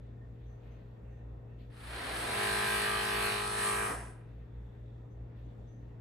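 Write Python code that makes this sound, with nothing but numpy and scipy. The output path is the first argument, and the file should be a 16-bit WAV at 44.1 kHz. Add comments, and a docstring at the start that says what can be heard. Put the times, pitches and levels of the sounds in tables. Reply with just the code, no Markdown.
"""A quiet bedroom: air conditioning hums and whispers, something rustles, a bird peeps faintly outside.
Then a hammer drill next door spins up, bites into the wall and stops.
Its blows are wavering multiples of the blow rate, coloured by wall and room into a buzz.
Shaped noise makes its grinding and fan hiss, the air and the rustle; resonances ring bit, wall and vent."""
import sys
import numpy as np
from scipy import signal
from scipy.fft import rfft, irfft, next_fast_len
from scipy.io import wavfile
from scipy.ndimage import uniform_filter1d

SR = 44100
rng = np.random.default_rng(int(sys.argv[2]) if len(sys.argv) > 2 else 0)


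def generate_wav(signal):
    """Clip the signal to [-1, 1] and save it as 16-bit WAV at the path in sys.argv[1]."""
    frames = np.transpose(np.atleast_2d(signal))
    scaled = np.clip(frames, -1, 1) * 32767
    pcm = np.round(scaled).astype(np.int16)
    wavfile.write(sys.argv[1], SR, pcm)


N = 264898

# compressors and mains a little out of step: (pitch [Hz], level [dB rms], left over right [dB])
HUM_TONES = [(55.1, -54.5, 0), (58.45, -60, 0), (58.8, -59.5, 0), (59.95, -57.5, -0.5),
             (116.95, -50.5, 1.5), (176, -79.5, 5), (233.6, -72.5, 7), (288, -73.5, 10), (328.5, -75.5, 9),
             (414.2, -69.5, 8), (474, -72.5, 13), (530, -77, 2.5)]
# air spectra, centre and side: (frequency [Hz], relative density [dB per Hz])
AIR_CENTRE = [(15, -31), (30, -12.5), (45, -7), (75, -4.5), (122, -8), (168, -8), (301, -14.5),
              (472, -22.5), (600, -21.5), (1130, -33.5), (2000, -38), (3000, -48), (5000, -55.5),
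              (8000, -58), (8700, -76), (11300, -79), (12500, -55), (14000, -62)]
AIR_SIDE = [(15, -52.5), (25, -18.5), (60, -17), (107, -0.5), (257, -7.5), (472, -3), (1600, -22.5),
            (3530, -33.5), (4850, -44.5), (5390, -44), (8910, -39), (12900, -42.5), (14000, -56)]
# how far side noise follows centre; the bass leans left: (frequency [Hz], likeness [0..1])
NOISE_LEAN = [(60, .3), (250, 0.31), (500, 0.088), (1000, .01)]
# vent grille resonances: (pitch [Hz], width [Hz], level before flicker [dB rms])
VENT_RESONANCES = [(1833, 79, -81.5), (1280, 25, -90.5), (2650, 310, -87.5), (3510, 550, -88)]
# rustle swells: (start [s], peak level [dB], time to peak [s])
RUSTLES = [(0.0, -87, 0.033), (.3, -81, 0.15), (.6, -77, 0.089), (1.1, -92, 0.058), (1.58, -73.5, 0.035),
           (4.26, -80, 0.067), (4.72, -86.5, 0.06), (5.35, -79, 0.044), (5.45, -88.5, .15)]
# rustle spectrum: (frequency [Hz], relative density [dB per Hz])
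RUSTLE_COLOUR = [(800, -26.5), (1500, 0), (2600, 1.5), (4200, -3.5), (5500, -18), (8500, -25.5),
                 (11000, -32), (13000, -9.5), (14000, -18.5)]
# bird peeps: (start [s], peak level [dB], pitch [Hz], time to peak [s])
PEEPS = [(0.4534, -82.5, 6130, 0.043), (0.704, -84, 6200, 0.025), (1.097, -89, 6150, 0.036),
         (5.098, -85.5, 6150, 0.02), (5.44, -90, 6200, 0.028), (5.666, -79.5, 6170, 0.043)]
# how hard the bit works in the wall, as loudness: (time [s], level [dB])
LOAD = [(1.695, -74), (1.83, -58), (1.95, -46.5), (2.1, -41), (2.29, -39.5), (2.39, -36.5), (2.6, -36.5),
        (3.03, -37.5), (3.28, -36.5), (3.4, -39.5), (3.5, -40.5), (3.56, -40), (3.66, -38), (3.85, -37.5),
        (3.93, -39), (4.0, -45), (4.07, -51), (4.15, -60.5), (4.35, -74)]
# wall and room response at full speed, one row per multiple of the blow rate from the 2nd up:
# (relative centre [dB], relative side [dB], lean [-1 right .. 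1 left])
BUZZ_RESPONSE = [(-56.5, -78.5, 0.9), (-70.0, -82.5, 1.0), (-49.0, -62.0, 1.0), (-68.5, -85.5, -0.2),
                 (-67.0, -68.5, 0.9), (-49.0, -55.5, 0.9), (-43.0, -50.5, 0.7), (-49.5, -58.0, 1.0),
                 (-73.5, -56.0, -0.1), (-59.5, -56.0, -0.8), (-54.5, -51.0, -0.8), (-51.0, -56.5, -0.7),
                 (-52.5, -61.5, 0.0), (-54.5, -65.5, -0.7), (-49.0, -50.0, 0.6), (-52.5, -60.5, 0.8),
                 (-56.0, -53.5, 0.5), (-50.5, -54.5, 0.1), (-46.5, -53.5, -1.0), (-61.5, -54.5, -0.7),
                 (-48.5, -61.0, -0.9), (-45.5, -52.5, 0.5), (-54.0, -50.0, 0.4), (-44.5, -65.5, -0.2),
                 (-56.5, -53.0, -0.1), (-52.5, -56.5, -1.0), (-61.0, -57.0, -0.9), (-52.5, -53.0, -0.5),
                 (-47.5, -64.0, 1.0), (-43.0, -62.5, 0.2), (-50.5, -48.5, -0.7), (-48.0, -50.5, -1.0),
                 (-49.5, -56.0, 0.3), (-50.0, -63.0, -0.9), (-48.0, -58.5, 0.6), (-47.0, -60.0, 1.0),
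                 (-53.5, -63.5, 0.3), (-56.5, -63.0, 0.3), (-59.5, -62.0, 0.9), (-54.5, -55.5, -0.7),
                 (-51.5, -54.5, 0.0), (-60.0, -58.0, 0.7), (-52.0, -52.0, 1.0), (-59.5, -54.5, 1.0),
                 (-49.5, -58.0, -0.5), (-54.0, -54.5, 0.8), (-55.5, -59.0, 0.0), (-51.5, -62.5, 0.2),
                 (-62.5, -57.0, -0.3), (-54.0, -56.0, -1.0), (-56.5, -68.5, -0.8), (-60.0, -51.0, -0.4),
                 (-59.5, -56.0, 0.8), (-58.5, -67.0, -0.8), (-57.0, -54.0, -0.9), (-56.0, -56.5, -0.7),
                 (-58.0, -63.5, -0.5), (-56.0, -58.5, -0.6), (-58.0, -66.0, -1.0)]
# the same for higher multiples, before random scatter: (frequency [Hz], relative level [dB])
UPPER_BUZZ = [(3100, -61), (3300, -64), (3550, -60.5), (3700, -63.5), (3930, -57.5), (4150, -63.5),
              (4300, -61), (4500, -64.5), (4700, -63), (5000, -69.5), (5300, -70.5), (6200, -77.5)]
# buzz swells as the bit shifts in the hole: (time [s], low [dB], middle [dB], high region [dB])
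SHIFTS = [(2.3, -3, -3, 0), (2.4, -4, -0.4, 0.5), (2.54, -5, 1, -1), (2.62, -1, 1.3, 1), (2.69, -7, 1.5, 1),
          (2.77, 0.5, -1.2, 2), (2.85, -3, 1.5, 2), (2.95, 3, -1, 0.5), (3.04, -2.5, 0, 1),
          (3.11, -2, 1, 1), (3.19, 2.5, -4, 1.7), (3.3, 0, -1, 1.5), (3.4, 0, 0.6, 0), (3.47, 1, -7, -3.5),
          (3.53, -2, -0.9, -5), (3.62, 3, 1.5, 0), (3.73, 3.5, -3.5, 0.5), (3.8, -1, 1.1, 0),
          (3.87, 3, -4, 0), (3.96, -1, -5, -8)]
# those regions: (centre at full speed [Hz], width [octaves])
SHIFT_REGIONS = [(1200, 0.18), (1720, 0.184), (2450, 0.36)]
# grinding spectra, centre and side: (frequency [Hz], relative density [dB per Hz])
GRIND_CENTRE = [(70, -31.5), (150, -13), (250, -6.5), (350, -9), (600, -7), (900, -4), (1100, -8),
                (1300, -3), (1800, -2.5), (2400, -6), (3300, -6.5), (4400, -7), (6500, -24.5), (8400, -76)]
GRIND_SIDE = [(70, -46.5), (140, -21), (250, -12.5), (420, -8), (900, -3.5), (1500, 0), (2800, -1),
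              (4700, -9), (6500, -36.5), (8400, -58.5)]
# wall resonances heard away from full speed: (pitch [Hz], width [Hz], level against the load [dB])
WALL_RESONANCES = [(225, 90, -18.5), (1410, 810, -16.5), (410, 80, -21.5), (678, 60, -16.5),
                   (760, 360, -14), (993, 63, -16), (1298, 56, -16), (1603, 130, -14.5), (1934, 120, -17.5),
                   (2420, 61, -22)]
# motor fan spectra, centre and side: (frequency [Hz], relative density [dB per Hz])
FAN_CENTRE = [(3530, -6.5), (6000, -2), (6770, -4), (8980, 8), (9850, -1), (10400, -87), (11000, -5),
              (11600, -1.5), (12700, -6), (14000, -7)]
FAN_SIDE = [(3240, -55), (5500, -16), (5880, -22), (6660, -34), (8450, 0.5), (8960, 0), (10200, -2),
            (11700, -11), (13200, -24), (14000, -49)]
# top of the hiss against the rest of it: (time [s], level [dB])
TOP_LEVEL = [(2.2, 1), (2.28, -1), (2.36, 0.5), (2.6, 3.5), (3.0, 2.5), (3.25, 4), (3.35, 1.5), (3.45, -4),
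             (3.55, -3), (3.63, -0.5), (3.8, -1), (3.9, -1.5), (4.0, -10), (4.1, -9)]

AIR_DB = -55.5
# trigger pulled, full speed reached, let go, silence
START_S, FULL_S, OFF_S, END_S = 1.696, 2.355, 3.87, 4.35
FULL_SPEED_HZ = 51.72      # blows per second
SPIN_UP_HZ_PER_S, COAST_HZ_PER_S = 42, 54
SETTLE_S, LET_GO_S = 0.03, 0.01      # corner rounding; speed breaks off more abruptly than it settles
WOBBLE_HZ, WOBBLE_RATE_HZ = 0.08, 6      # the blow rate wavers
FULL_LOAD_DB, SLACK_DULL_DB_PER_OCT_PER_DB = -38, 0.32      # below this load the sound dulls
EASE_S, EASE_LENGTH_S, EASE_DULL_DB_PER_OCT = 3.682, 0.29, -18      # the bit is eased off
BUZZ_DB, STUMBLE_LOSS_DB = 1.68, 5      # against the load; loss away from full speed
SEATED_S, SEATING_S = 2.46, 0.013      # until the bit has seated, the wall booms around one pitch
BOOM_HZ, BOOM_OCTAVES, BOOM_DB = 730, 0.16, 6
CONTROL_STEP = 50      # samples between slow control values
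# full depths, reached by high multiples only
WANDER_DB, WANDER_RATE_HZ, FLUTTER_DB, FLUTTER_RATE_HZ = 1.0, 3, 2.2, 7
PATCH_DB, PATCH_RATE_HZ, PATCH_SIZE = 2.2, 6, 5      # groups of high multiples swell together
GRIND_DB, SLOW_GRIND_DB = -8.5, 21      # against the load; gain towards standstill in spin-up
BIT_HZ, BIT_WIDTH_HZ, BIT_DB, SLOW_BIT_DB = 4280, 25, -17, 9.6      # same references
FAN_DB, FAN_POWER = -46, 1.94      # at full speed and load; amplitude power of spin-up speed
FAN_FOLLOWS = 0.86      # share of the slackening that the hiss follows
FAN_RISE_DB, FAN_RISE_S = -26, 0.097
FAN_RUNS_ON_S, FAN_DYING_DB_PER_S = 0.14, -120      # after let-go
FAN_DULLING_DB_PER_OCT_PER_S = -15.5      # from let-go
TOP_HZ = 10400      # the hiss above has its own level
STOPBAND_HZ = 14131


def from_db(db):
    """Decibels to gain."""
    return 10 ** (np.asarray(db) / 20)


def rms_one(x):
    """Scale to rms 1."""
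    return x / np.sqrt(np.mean(x ** 2) + 1e-20)


def in_time(rows):
    """Columns of a curve table, sample by sample."""
    s, *columns = np.transpose(rows)
    return [np.interp(np.arange(N) / SR, s, c) for c in columns]


def at_hz(points, hz):
    """Read a spectrum on a log-frequency axis."""
    table_hz, values = np.transpose(points)
    return np.interp(np.log(hz), np.log(table_hz), values)


def drift(rate_hz, span=slice(None)):
    """Slow random control of rms 1: noise through a double one-pole low-pass."""
    pole = np.exp(-200 * np.pi * rate_hz / SR)      # one value per 100 samples
    noise = rng.standard_normal(N // 100 + 2002)
    slow = signal.lfilter([1], [1, -2 * pole, pole * pole], noise)[2000:]      # settled part
    return np.interp(np.arange(N)[span] / 100, np.arange(len(slow)), rms_one(slow))


def swell(s, rise_s):
    """A quick rise to 1 and a longer fall."""
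    age = np.clip((np.arange(N) / SR - s) / max(rise_s, 0.007), 0, 30)
    return age * np.exp(1 - age)


def soft_ramp(seconds, corner_s=SETTLE_S):
    """Time past a moment, with the corner rounded."""
    return corner_s * np.logaddexp(0, seconds / corner_s)


def stereo_noise(spectrum, side, side_db, patchy_db, tilt_db=0, count=11):
    """Coloured centre and side noise in flickering octave bands; centre rms 1 before flicker and tilt."""
    size = next_fast_len(N)
    hz = np.maximum(np.arange(size // 2 + 1) * SR / size, 1)
    mid, other = rfft(rng.standard_normal((2, size)))
    lean = np.clip(at_hz(NOISE_LEAN, hz), 0, 0.95)
    other = lean * mid + np.sqrt(1 - lean ** 2) * other
    mid = mid * from_db(at_hz(spectrum, hz))
    other = other * from_db(at_hz(side, hz) + side_db)
    pair = np.array([mid, other])
    scale = np.std(irfft(mid, size))
    out = 0
    for octave in range(5 - count, 5):      # around 1 kHz; overlapping windows add up to one
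        window = np.cos(np.pi / 2 * np.clip(np.log2(hz / 1000) - octave, -1, 1)) ** 2
        gain_db = patchy_db * drift(3.4) + tilt_db * max(octave - 1, 0)
        out = out + irfft(pair * window, size)[:, :N] * from_db(gain_db)
    return np.array([out[0] + out[1], out[0] - out[1]]) / scale


def resonant_noise(hz, width_hz):
    """Stereo noise twice through one resonance; rms 1."""
    b, a = signal.iirpeak(hz, hz / width_hz, fs=SR)
    once = signal.lfilter(b, a, rng.standard_normal((2, N)))
    return rms_one(signal.lfilter(b, a, once))


def above(x, edge_hz):
    """The part of a sound above a pitch."""
    size = next_fast_len(N)
    keep = np.arange(size // 2 + 1) * SR / size > edge_hz
    return irfft(rfft(x, size) * keep, size)[:, :N]


def hum():
    """Steady machine tones that waver slightly in phase and level."""
    t, out = np.arange(N) / SR, 0
    for hz, level_db, pan_db in HUM_TONES:
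        waver_rad = min(hz / 240, 0.5) * drift(1.5)
        tone = np.sqrt(2) * np.sin(2 * np.pi * hz * t + rng.uniform(0, 2 * np.pi) + waver_rad)
        pan = from_db([[pan_db / 2], [-pan_db / 2]])
        out = out + tone * from_db(level_db + 0.9 * drift(2.5)) * pan
    return out


def moving_air():
    """Broad, bass-heavy air noise."""
    return from_db(AIR_DB) * stereo_noise(AIR_CENTRE, AIR_SIDE, side_db=-16.5, patchy_db=1.55)


def vent():
    """The grille sings faintly: air noise passed twice through each resonance."""
    out = 0
    for hz, width_hz, level_db in VENT_RESONANCES:
        out = out + from_db(level_db + 3.5 * drift(5.0)) * resonant_noise(hz, width_hz)
    return out


def rustle():
    """Short swells of soft noise close by."""
    level = sum(from_db(peak_db) * swell(s, rise_s) for s, peak_db, rise_s in RUSTLES)
    return level * stereo_noise(RUSTLE_COLOUR, RUSTLE_COLOUR, side_db=-1.5, patchy_db=-2.0, count=7)


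def bird():
    """Far peeps, blurred by echoes into a narrow band of noise."""
    out = np.zeros((2, N))
    for s, peak_db, hz, rise_s in PEEPS:
        band = signal.butter(2, [hz - 130, hz + 130], "band", fs=SR, output="sos")
        noise = rms_one(signal.sosfilt(band, rng.standard_normal((2, N))))
        out += from_db(peak_db) * swell(s, rise_s) * noise
    return out


def buzz(blows, speed_hz, tilt_db):
    """Regular blows: multiples of the blow rate, coloured by wall and room, wandering as the bit shifts."""
    on = slice(int(START_S * SR), int(END_S * SR))
    steps = slice(on.start, on.stop, CONTROL_STEP)
    fine, coarse = np.arange(N)[on], np.arange(N)[steps]
    speed = speed_hz[steps]
    multiples = np.arange(2, 120)
    mid_db, side_db, lean = np.transpose(BUZZ_RESPONSE)
    upper_db = at_hz(UPPER_BUZZ, multiples[len(BUZZ_RESPONSE):] * FULL_SPEED_HZ)
    mid_db = np.r_[mid_db, upper_db + rng.normal(0, 2.0, len(upper_db))]
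    side_db = np.r_[side_db, upper_db - 3 + rng.normal(0, 3.0, len(upper_db))]
    lean = np.r_[lean, rng.uniform(-1, 1, len(upper_db))]

    uneven = np.clip(20.4 * (1 - speed / FULL_SPEED_HZ), 0, 1)      # away from full speed blows stumble
    unseated = 1 / (1 + np.exp((coarse / SR - SEATED_S) / SEATING_S))
    # uneven blows excite neighbouring resonances too, which blurs the colour
    paths = []
    for sharp_db in (mid_db, side_db):
        blurred_db = 10 * np.log10(uniform_filter1d(from_db(2 * sharp_db), size=5))
        paths.append((sharp_db, blurred_db))
    out, shifts_db = np.zeros((2, N)), in_time(SHIFTS)
    patches = [drift(PATCH_RATE_HZ, steps) for _ in range(multiples[-1] // PATCH_SIZE + 1)]

    for k in multiples:
        jitter_rad = 0.0056 * k * drift(2.9, steps)
        jitter_rad = jitter_rad + (2.22 * uneven + 0.0055 * k) * drift(22.0, steps)
        phase = 2 * np.pi * k * blows[on] + rng.uniform(0, 2 * np.pi)
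        phase = phase + np.interp(fine, coarse, jitter_rad)
        # side in step with centre leans left
        apart_rad = np.arccos(np.clip(lean[k - 2], -1, 1)) * rng.choice([-1, 1])

        gain_db = WANDER_DB * min(k / 30, 1) * drift(WANDER_RATE_HZ, steps)
        gain_db = gain_db + FLUTTER_DB * min(k / 20, 1) * drift(FLUTTER_RATE_HZ, steps)
        gain_db = gain_db + PATCH_DB * np.clip(k / 25 - 1.5, 0, 1) * patches[k // PATCH_SIZE]
        gain_db = gain_db + tilt_db[steps] * max(np.log2(k / 40), 0)
        gain_db = gain_db + 0.89 * uneven * max(np.log2(24 / k), 0)      # stumbling blows rumble
        boom_distance = np.log2(k * speed / BOOM_HZ) / BOOM_OCTAVES
        gain_db = gain_db + BOOM_DB * unseated * np.exp(-boom_distance ** 2)
        for (hz, octaves), shift_db in zip(SHIFT_REGIONS, shifts_db):
            nearness = np.exp(-(np.log2(k * FULL_SPEED_HZ / hz) / octaves) ** 4)
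            gain_db = gain_db + shift_db[steps] * nearness

        place = k * speed / FULL_SPEED_HZ      # the response stays put while the pitch moves
        levels = []
        for sharp_db, blurred_db in paths:
            path_db = np.interp(place, multiples, sharp_db) * (1 - uneven)
            path_db = path_db + np.interp(place, multiples, blurred_db) * uneven
            levels.append(np.interp(fine, coarse, from_db(path_db + gain_db)))
        mid = levels[0] * np.sin(phase)
        side = levels[1] * np.sin(phase + apart_rad)
        out[:, on] += [mid + side, mid - side]
    return out / np.sqrt(np.sum(from_db(2 * mid_db)) / 2)


def grind(throb, slow, tilt_db):
    """The bit grinds: noise that throbs with each blow, louder while spinning up."""
    noise = stereo_noise(GRIND_CENTRE, GRIND_SIDE, side_db=-5.0, patchy_db=0.5, count=9, tilt_db=tilt_db)
    return from_db(GRIND_DB + SLOW_GRIND_DB * slow) * noise * (1 + 0.19 * throb)


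def bit_ring(slow, tilt_db):
    """The steel bit rings at one pitch whatever the speed."""
    level_db = BIT_DB + SLOW_BIT_DB * slow + tilt_db + 2.0 * drift(3.6)
    return from_db(level_db) * resonant_noise(BIT_HZ, BIT_WIDTH_HZ)


def wall_rumble(speed_hz):
    """Away from full speed the wall rumbles at its own resonances, in the centre."""
    rumble = 0
    for hz, width_hz, level_db in WALL_RESONANCES:
        rumble = rumble + from_db(level_db) * resonant_noise(hz, width_hz)[0]
    return np.clip(30 * (1 - speed_hz / FULL_SPEED_HZ), 0, 1) * rumble


def fan_hiss(t, throb, slow, slack_db):
    """Motor fan: noise growing as a power of spin-up speed, dulling and dying after let-go."""
    level_db = FAN_DB + FAN_FOLLOWS * slack_db + FAN_POWER * 20 * np.log10(1 - slow + 1e-9)
    level_db = level_db + FAN_DYING_DB_PER_S * soft_ramp(t - OFF_S - FAN_RUNS_ON_S)
    level_db = level_db + FAN_RISE_DB * np.exp(-np.maximum(t - START_S, 0) / FAN_RISE_S)
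    dulling_db = FAN_DULLING_DB_PER_OCT_PER_S * soft_ramp(t - OFF_S)
    hiss = stereo_noise(FAN_CENTRE, FAN_SIDE, side_db=15.0, patchy_db=1.3, count=4, tilt_db=dulling_db)
    hiss = hiss * (1 + 0.053 * throb)
    hiss = hiss + (from_db(in_time(TOP_LEVEL)[0]) - 1) * above(hiss, TOP_HZ)
    return from_db(level_db) * hiss


def drill():
    """One blow rate and one load drive buzz, grinding, ringing and wall rumble; the fan hisses along."""
    t = np.arange(N) / SR
    missing_hz = SPIN_UP_HZ_PER_S * soft_ramp(FULL_S - t)
    lost_hz = COAST_HZ_PER_S * soft_ramp(t - OFF_S, LET_GO_S)
    speed_hz = np.maximum(FULL_SPEED_HZ - missing_hz - lost_hz, 1)
    slow = np.clip(missing_hz / FULL_SPEED_HZ, 0, 1)      # spin-up only
    blows = np.cumsum(speed_hz + WOBBLE_HZ * drift(WOBBLE_RATE_HZ)) / SR
    throb = np.cos(2 * np.pi * blows)

    load_db, = in_time(LOAD)
    slack_db = np.clip(load_db - FULL_LOAD_DB, -5, 0)
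    tilt_db = EASE_DULL_DB_PER_OCT * np.clip((t - EASE_S) / EASE_LENGTH_S, 0, 1)
    tilt_db = tilt_db + SLACK_DULL_DB_PER_OCT_PER_DB * slack_db
    buzz_db = BUZZ_DB - STUMBLE_LOSS_DB * np.clip(7.7 * (1 - speed_hz / FULL_SPEED_HZ), 0, 1)

    at_wall = from_db(buzz_db) * buzz(blows, speed_hz, tilt_db)
    at_wall = at_wall + grind(throb, slow, tilt_db) + bit_ring(slow, tilt_db) + wall_rumble(speed_hz)
    sound = from_db(load_db) * at_wall + fan_hiss(t, throb, slow, slack_db)
    return sound * np.clip((t - START_S) / 0.0083, 0, 1) * (t < END_S)


def scene():
    """Hum, moving air, vent, rustle, bird and drill."""
    return hum() + moving_air() + vent() + rustle() + bird() + drill()


def record(dry):
    """A steep low-pass cuts the top."""
    return signal.sosfilt(signal.cheby2(14, 70, STOPBAND_HZ, fs=SR, output="sos"), dry)


dry = scene()
out = record(dry)
generate_wav(out)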